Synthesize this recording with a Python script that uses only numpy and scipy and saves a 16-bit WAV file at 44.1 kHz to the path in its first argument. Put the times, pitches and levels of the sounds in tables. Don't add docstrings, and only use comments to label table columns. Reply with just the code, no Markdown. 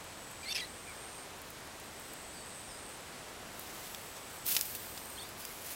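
import sys
import numpy as np
from scipy import signal
from scipy.fft import rfft, irfft, next_fast_len
from scipy.io import wavfile
from scipy.ndimage import map_coordinates

SR = 44100
rng = np.random.default_rng(int(sys.argv[2]) if len(sys.argv) > 2 else 0)


def store_pcm(level_fs):
    pcm = np.round(np.clip(level_fs, -1, 1) * 32767).astype(np.int16)
    wavfile.write(sys.argv[1], SR, np.atleast_2d(pcm).T)


N = 253575
TOP_HZ = 15850

# frequency in Hz, relative spectral level in dB.
BREEZE_COLOUR = [(15, -15), (40, -0.5), (300, -.5), (680, 0), (1200, -2.5), (1800, -4.5), (3200, -8),
                 (6000, -11.5), (8500, -11.5), (10000, -15.5), (12500, -20.5), (15500, -27.5)]
DRONE_COLOUR = [(60, -39), (76, 1), (82, 1.5), (89, -6), (110, -31)]
CHORUS_COLOUR = [(7200, -40), (7700, -9), (7870, -3), (8050, -9), (8600, -30), (9500, -50)]
MULCH_COLOUR = [(400, -20), (1200, -8), (2500, -4.5), (5000, -5), (8000, -3.5), (10500, -1.5),
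                (13500, -0.5), (15800, -2.5)]
CLOD_COLOUR = [(300, -26), (1200, -18), (2400, -2.5), (5000, -0.5), (7200, -2.5), (10000, -17),
               (15800, -22)]
SPLINTER_COLOUR = [(1000, -30), (5000, -11), (9000, -2.5), (13500, 1.5), (15800, -3.5)]
RASP_COLOUR = [(1200, -31), (2400, -3), (3400, 0), (5000, -5), (6500, -7), (8000, -16), (10500, -14),
               (15800, -30)]
STRAW_COLOUR = [(500, -38), (1200, -16), (2500, -10), (5000, -7.5), (8000, -8), (10500, -5.5),
                (12500, -1.5), (14000, 0.5), (15800, -3.5)]

# middle in seconds, length in seconds, level in dB.
BREEZE_GUSTS = [(3.6, 0.79, -56.5)]
CHORUS_SWELLS = [(.5, 1, -61.5), (2.6, 1.15, -61), (4.7, 2.4, -64.5)]
MULCH_STROKES = [(1.5, .12, -61), (2.05, .4, -62), (3.62, .09, -53), (3.88, .5, -50), (4.36, 0.23, -54),
                 (5.19, .22, -54.5), (5.41, 0.054, -47.5), (5.52, 0.22, -48), (5.698, .115, -41)]
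SOIL_SCRAPES = [(3.695, 0.044, -52.5), (3.82, .16, -56.5), (4.17, .025, -52)]

# start and end in seconds, final centre pitch in Hz,
# final level in dB, swell in dB, wing strokes per second.
CRICKET_BUZZES = [(0, 1.245, 8670, -54, 16, 112), (1.5, 2.97, 8700, -54.5, 15, 111),
                  (4.1, 5.245, 8660, -53, 19, 113), (0, .62, 8120, -56.5, 11, 124),
                  (1.9, 2.62, 8150, -57, 10, 140), (3.5, 4.7, 8130, -57.5, 13, 124),
                  (3, 3.35, 9100, -66.5, 0, 150)]
# start in seconds, relative level in dB.
STRAW_TICKS = [(0.0423, -42), (0.3137, -40), (1.4172, -37.5), (1.5035, -35.5), (1.7998, -40), (1.9969, -38),
               (2.0847, -44), (2.135, -35), (3.5947, -30), (4.1664, -39), (4.3301, -41), (5.0569, -35),
               (5.1013, -34), (5.2909, -38)]
# start and length in seconds, first and last pitch in Hz, accent in dB,
# octave against fundamental in dB, rasp from 0 to 1.
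PARROT_SYLLABLES = [(.428, .026, 2380, 2480, 1, -7, 0.37), (.453, .03, 2140, 2150, -1, -0.5, .35),
                    (.481, 0.0213, 2205, 2390, -.5, 5, 0.27), (.523, .008, 2850, 2820, -0.5, 2, 0.6),
                    (.5475, .0045, 2520, 2680, -3, 4.5, .35), (0.5528, 0.0049, 2460, 2840, -.5, 4.5, 0.5),
                    (.558, .014, 2777, 2510, 1.5, 0.5, .55), (.573, 0.0198, 2346, 2396, -1.3, -1, 0.68),
                    (.591, .019, 3420, 3270, 1.8, -18, 0.37), (.6, .014, 2560, 2290, -2, -1, 0.6),
                    (0.609, 0.0365, 2080, 2010, 0, 1.5, .15), (.644, .011, 2070, 2100, -6, 8.5, .25)]
# frequency in Hz, relative level in dB.
PARROT_OVERTONES = [(5500, -6), (7000, -20), (8500, -17), (10400, -8), (12200, -21), (13800, -16),
                    (15500, -27)]
# start and length in seconds, first and last pitch in Hz, level in dB.
BIRD_CHIRPS = [(0.864, .065, 2480, 2130, -52), (5.154, .026, 4250, 4120, -55.5),
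               (5.175, .026, 2980, 3850, -47.5), (5.196, .017, 4550, 4180, -49),
               (5.208, .038, 3150, 3820, -50), (5.242, .034, 4600, 4820, -56),
               (5.494, .028, 2200, 2150, -56)]
# start in seconds, lowest pitch in Hz, level in dB.
BIRD_SLURS = [(2.33, 4500, -58.5), (2.672, 4970, -58), (5.39, 4790, -57.5)]
# start in seconds, relative level in dB,
# gain of the knock and ring in dB, time to fall 60 dB in seconds.
STALK_SNAPS = [(3.947, -31, 2.5, 0.009), (4.4648, -21.5, -10, .016), (4.5505, -17.5, -6, .008),
               (4.5655, -16, 0.3, 0.031), (4.5915, -26, -1, .01), (4.611, -14, -7.5, .008),
               (4.7498, -26.2, -9, 0.056), (4.976, -38.5, 4.5, .02), (5.451, -24.5, -9, 0.014)]
# frequency in Hz, relative level in dB, time to fall 60 dB in seconds.
STALK_MODES = [(2620, -5.5, .025), (3500, -7, 0.029), (4970, 0, 0.037), (5540, -5, 0.022), (7330, -3, .02)]


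def amp(db):
    return 10 ** (np.asarray(db) / 20)


def unit_rms(x):
    return x / np.sqrt(np.mean(x ** 2) + 1e-20)


def add(track, start, sound):
    i = round(start * SR)
    part = sound[max(-i, 0):max(N - i, 0)]
    track[max(i, 0):][:len(part)] += part


def span(start, length):
    progress = np.linspace(0, 1, max(round(length * SR), 8))
    return start + np.arange(len(progress)) / SR, progress


def wobble(rate, n):
    return map_coordinates(rng.standard_normal(int(n * rate / SR) + 4), [np.arange(n) * rate / SR])


def fade(t, edge):
    return np.clip(np.minimum(t - t[0], t[-1] - t) / edge, 0, 1)


def swells(rows):
    t = np.arange(N) / SR
    bells = (amp(db) * .5 ** ((2 * (t - middle) / length) ** 2) for middle, length, db in rows)
    return np.sqrt(sum(bell ** 2 for bell in bells))


def coloured(x, colour):
    size = next_fast_len(len(x) + 2048)
    hz, db = np.transpose(colour)
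    gain = amp(np.interp(np.log(np.fft.rfftfreq(size, 1 / SR) + 1), np.log(hz), db))
    return unit_rms(irfft(rfft(x, size) * gain, size)[:len(x)])


def noise(colour, n):
    return coloured(rng.standard_normal(n), colour)


def phase(hz):
    return 2 * np.pi * np.cumsum(hz) / SR


def country_air():
    breeze = np.hypot(amp(-48.5), swells(BREEZE_GUSTS)) * amp(.2 * wobble(6.04, N))
    return breeze * noise(BREEZE_COLOUR, N) + amp(-65.5) * noise(DRONE_COLOUR, N)


def crickets(sweep_hz=900, climb_hz=300, jitter_hz=120, flicker_db=1.4):
    out = np.zeros(N)
    for start, end, final_hz, db, swell_db, rate in CRICKET_BUZZES:
        t, progress = span(start, end - start)
        n, to_go = len(t), 1 - progress
        stroke = np.cumsum(rate * (1 + .02 * wobble(12, n))) / SR % 1
        hz = final_hz - climb_hz * to_go + sweep_hz * (.5 - stroke) + jitter_hz * wobble(900, n)
        blips = np.sin(np.pi * stroke) ** 2 * np.sin(phase(hz))
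        buzz = unit_rms(blips * amp(flicker_db * wobble(100, n)))
        add(out, start, buzz * amp(db - swell_db * to_go ** 1.5) * fade(t, .011))
    return out + swells(CHORUS_SWELLS) * noise(CHORUS_COLOUR, N)


def rustle(colour, per_second, spread_db, clump_db):
    size = amp(spread_db * np.minimum(rng.exponential(size=N), 4))
    cracks = (rng.random(N) < per_second / SR) * rng.choice([-1, 1], N) * size
    return coloured(cracks * amp(clump_db * wobble(90, N)), colour)


def hands(picking_db=-64.5):
    movement = np.hypot(amp(picking_db), swells(MULCH_STROKES))
    mulch = movement * rustle(MULCH_COLOUR, per_second=5000, spread_db=2.5, clump_db=1.5)
    soil = swells(SOIL_SCRAPES) * rustle(CLOD_COLOUR, per_second=3000, spread_db=3, clump_db=1)
    crumbs = amp(-70) * rustle(SPLINTER_COLOUR, per_second=30, spread_db=2, clump_db=1.5)
    return mulch + soil + crumbs


def burst(colour, t60, hold_s=.00087):
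    t = np.arange(SR // 10) / SR
    return noise(colour, len(t)) * amp(-60 * np.maximum(t - hold_s, 0) / t60)


def straw_ticks(gain_db=-7.5):
    out = np.zeros(N)
    for start, db in STRAW_TICKS:
        add(out, start, amp(db + gain_db) * burst(SPLINTER_COLOUR, t60=.02))
    return out


def parrot(gain_db=-38.8, peak_s=.55, rasp_hz=620, jitter=.017):
    swell_db_per_s, fade_db_per_s = 104, 100
    sag_hz_per_s = 2300
    brightening = .7
    out = np.zeros(N)
    for start, length, first_hz, last_hz, accent_db, octave_db, rasp in PARROT_SYLLABLES:
        t, progress = span(start, length)
        n = len(t)
        hz = first_hz + (last_hz - first_hz) * progress - sag_hz_per_s * length * np.sin(np.pi * progress)
        effort_db = -np.maximum(swell_db_per_s * (peak_s - t), fade_db_per_s * (t - peak_s))
        angle = phase(hz * (1 + jitter * (.4 + 2 * rasp) * wobble(706, n)))
        upper = np.zeros(n)
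        for k in range(3, 8):
            overtone_db = np.interp(k * hz, *np.transpose(PARROT_OVERTONES))
            upper += amp(overtone_db) * (k * hz < TOP_HZ) * np.sin(k * angle)
        tone = np.sin(angle) + amp(octave_db) * (np.sin(2 * angle) + amp(brightening * effort_db) * upper)
        rattle = np.sin(phase(rasp_hz * (1 + .25 * wobble(197, n))))
        flutter = 1 + rasp * (rattle + .44 * wobble(2210, n))
        hoarse = np.sqrt(2) * rasp * noise(RASP_COLOUR, n)
        voice = amp(2.5) * tone * flutter + hoarse
        add(out, start, amp(gain_db + accent_db + effort_db) * voice * fade(t, .12 * length))
    return out


def parrot_two_voices(held_hz=3584, second_hz=893, scoop_hz=150, attack_s=.005, gain_db=-39.3):
    out = np.zeros(N)
    t, _ = span(start=.498, length=.029)
    effort = 1 - np.exp(-(t - t[0]) / attack_s)
    hz = held_hz - scoop_hz * (1 - effort)
    first = phase(hz * (1 + .006 * wobble(520, len(t))))
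    second = phase(np.full(len(t), second_hz))
    sidebands = sum(amp(db) * np.sin(first + k * second)
                    for k, db in [(1, -4), (-1, -12), (2, -13), (3, -14.5)])
    overtone = amp(-13) * np.sin(3 * first) * (1 + 1.6 * np.cos(second))
    hoarse = amp(-10.5) * noise(RASP_COLOUR, len(t))
    voice = np.sin(first) + sidebands + overtone + hoarse
    add(out, t[0], np.sqrt(2) * amp(gain_db) * effort * voice * fade(t, .002))
    return out


def whistle(hz, progress, waver):
    arch = np.sqrt(2 * np.abs(np.sin(np.pi * progress)))
    return arch * np.sin(phase(hz * (1 + waver * wobble(250, len(progress)))))


def small_birds(slur_s=.11, drop_hz=850, drop_s=.074):
    out = np.zeros(N)
    for start, lowest_hz, db in BIRD_SLURS:
        t, progress = span(start, slur_s)
        hz = lowest_hz + drop_hz * (1 - (t - start) / drop_s) ** 2
        add(out, start, amp(db) * whistle(hz, progress, waver=.006))
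    for start, length, first_hz, last_hz, db in BIRD_CHIRPS:
        _, progress = span(start, length)
        hz = first_hz + (last_hz - first_hz) * progress
        add(out, start, amp(db) * whistle(hz, progress, waver=.02))
    return out


def stalk_snaps(gain_db=-7):
    out, t = np.zeros(N), np.arange(SR // 10) / SR
    for start, db, body_db, t60 in STALK_SNAPS:
        ring = sum(amp(mode_db + rng.normal(0, 1.3) - 60 * t / mode_t60) * np.sin(2 * np.pi * hz * t)
                   for hz, mode_db, mode_t60 in STALK_MODES)
        body = amp(-1) * burst(CLOD_COLOUR, t60) + amp(-7) * ring
        splinters = amp(-2.5) * burst(SPLINTER_COLOUR, t60)
        add(out, start, amp(db + gain_db) * (splinters + amp(body_db) * body))
    return out


def toss(touch_s=4.443, attack_s=.068):
    t = np.arange(N) / SR - touch_s

    def landing(db, fall_db_per_s):
        return np.clip(t / attack_s, 0, 1) * amp(db - fall_db_per_s * np.maximum(t - attack_s, 0))

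    crash, settle, trickle = landing(-28.5, 135), landing(-37.5, 28.6), landing(-52, 28)
    straw = rustle(STRAW_COLOUR, per_second=14000, spread_db=2.5, clump_db=1.2)
    soil = rustle(CLOD_COLOUR, per_second=4000, spread_db=2.5, clump_db=1.2)
    return np.hypot(crash, settle) * straw + trickle * soil


def garden_scatter(x, t60=.19):
    t = np.arange(SR // 2) / SR
    tail = rng.standard_normal(len(t)) * amp(-60 * t / t60) * (t > .004)
    return signal.fftconvolve(x, tail / np.linalg.norm(tail))[:N]


def scene():
    near = parrot() + parrot_two_voices()
    far = small_birds() + crickets()
    scatter = garden_scatter(amp(-13) * near + amp(-10.5) * far)
    gardener = hands() + toss() + stalk_snaps() + straw_ticks()
    mono = gardener + near + far + scatter + country_air()
    return np.array([mono, mono])


def record(dry):
    size = next_fast_len(N + SR // 2)
    passband = np.fft.rfftfreq(size, 1 / SR) < TOP_HZ
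    return irfft(rfft(dry, size) * passband, size)[:, :N]


dry = scene()
out = record(dry)
store_pcm(out)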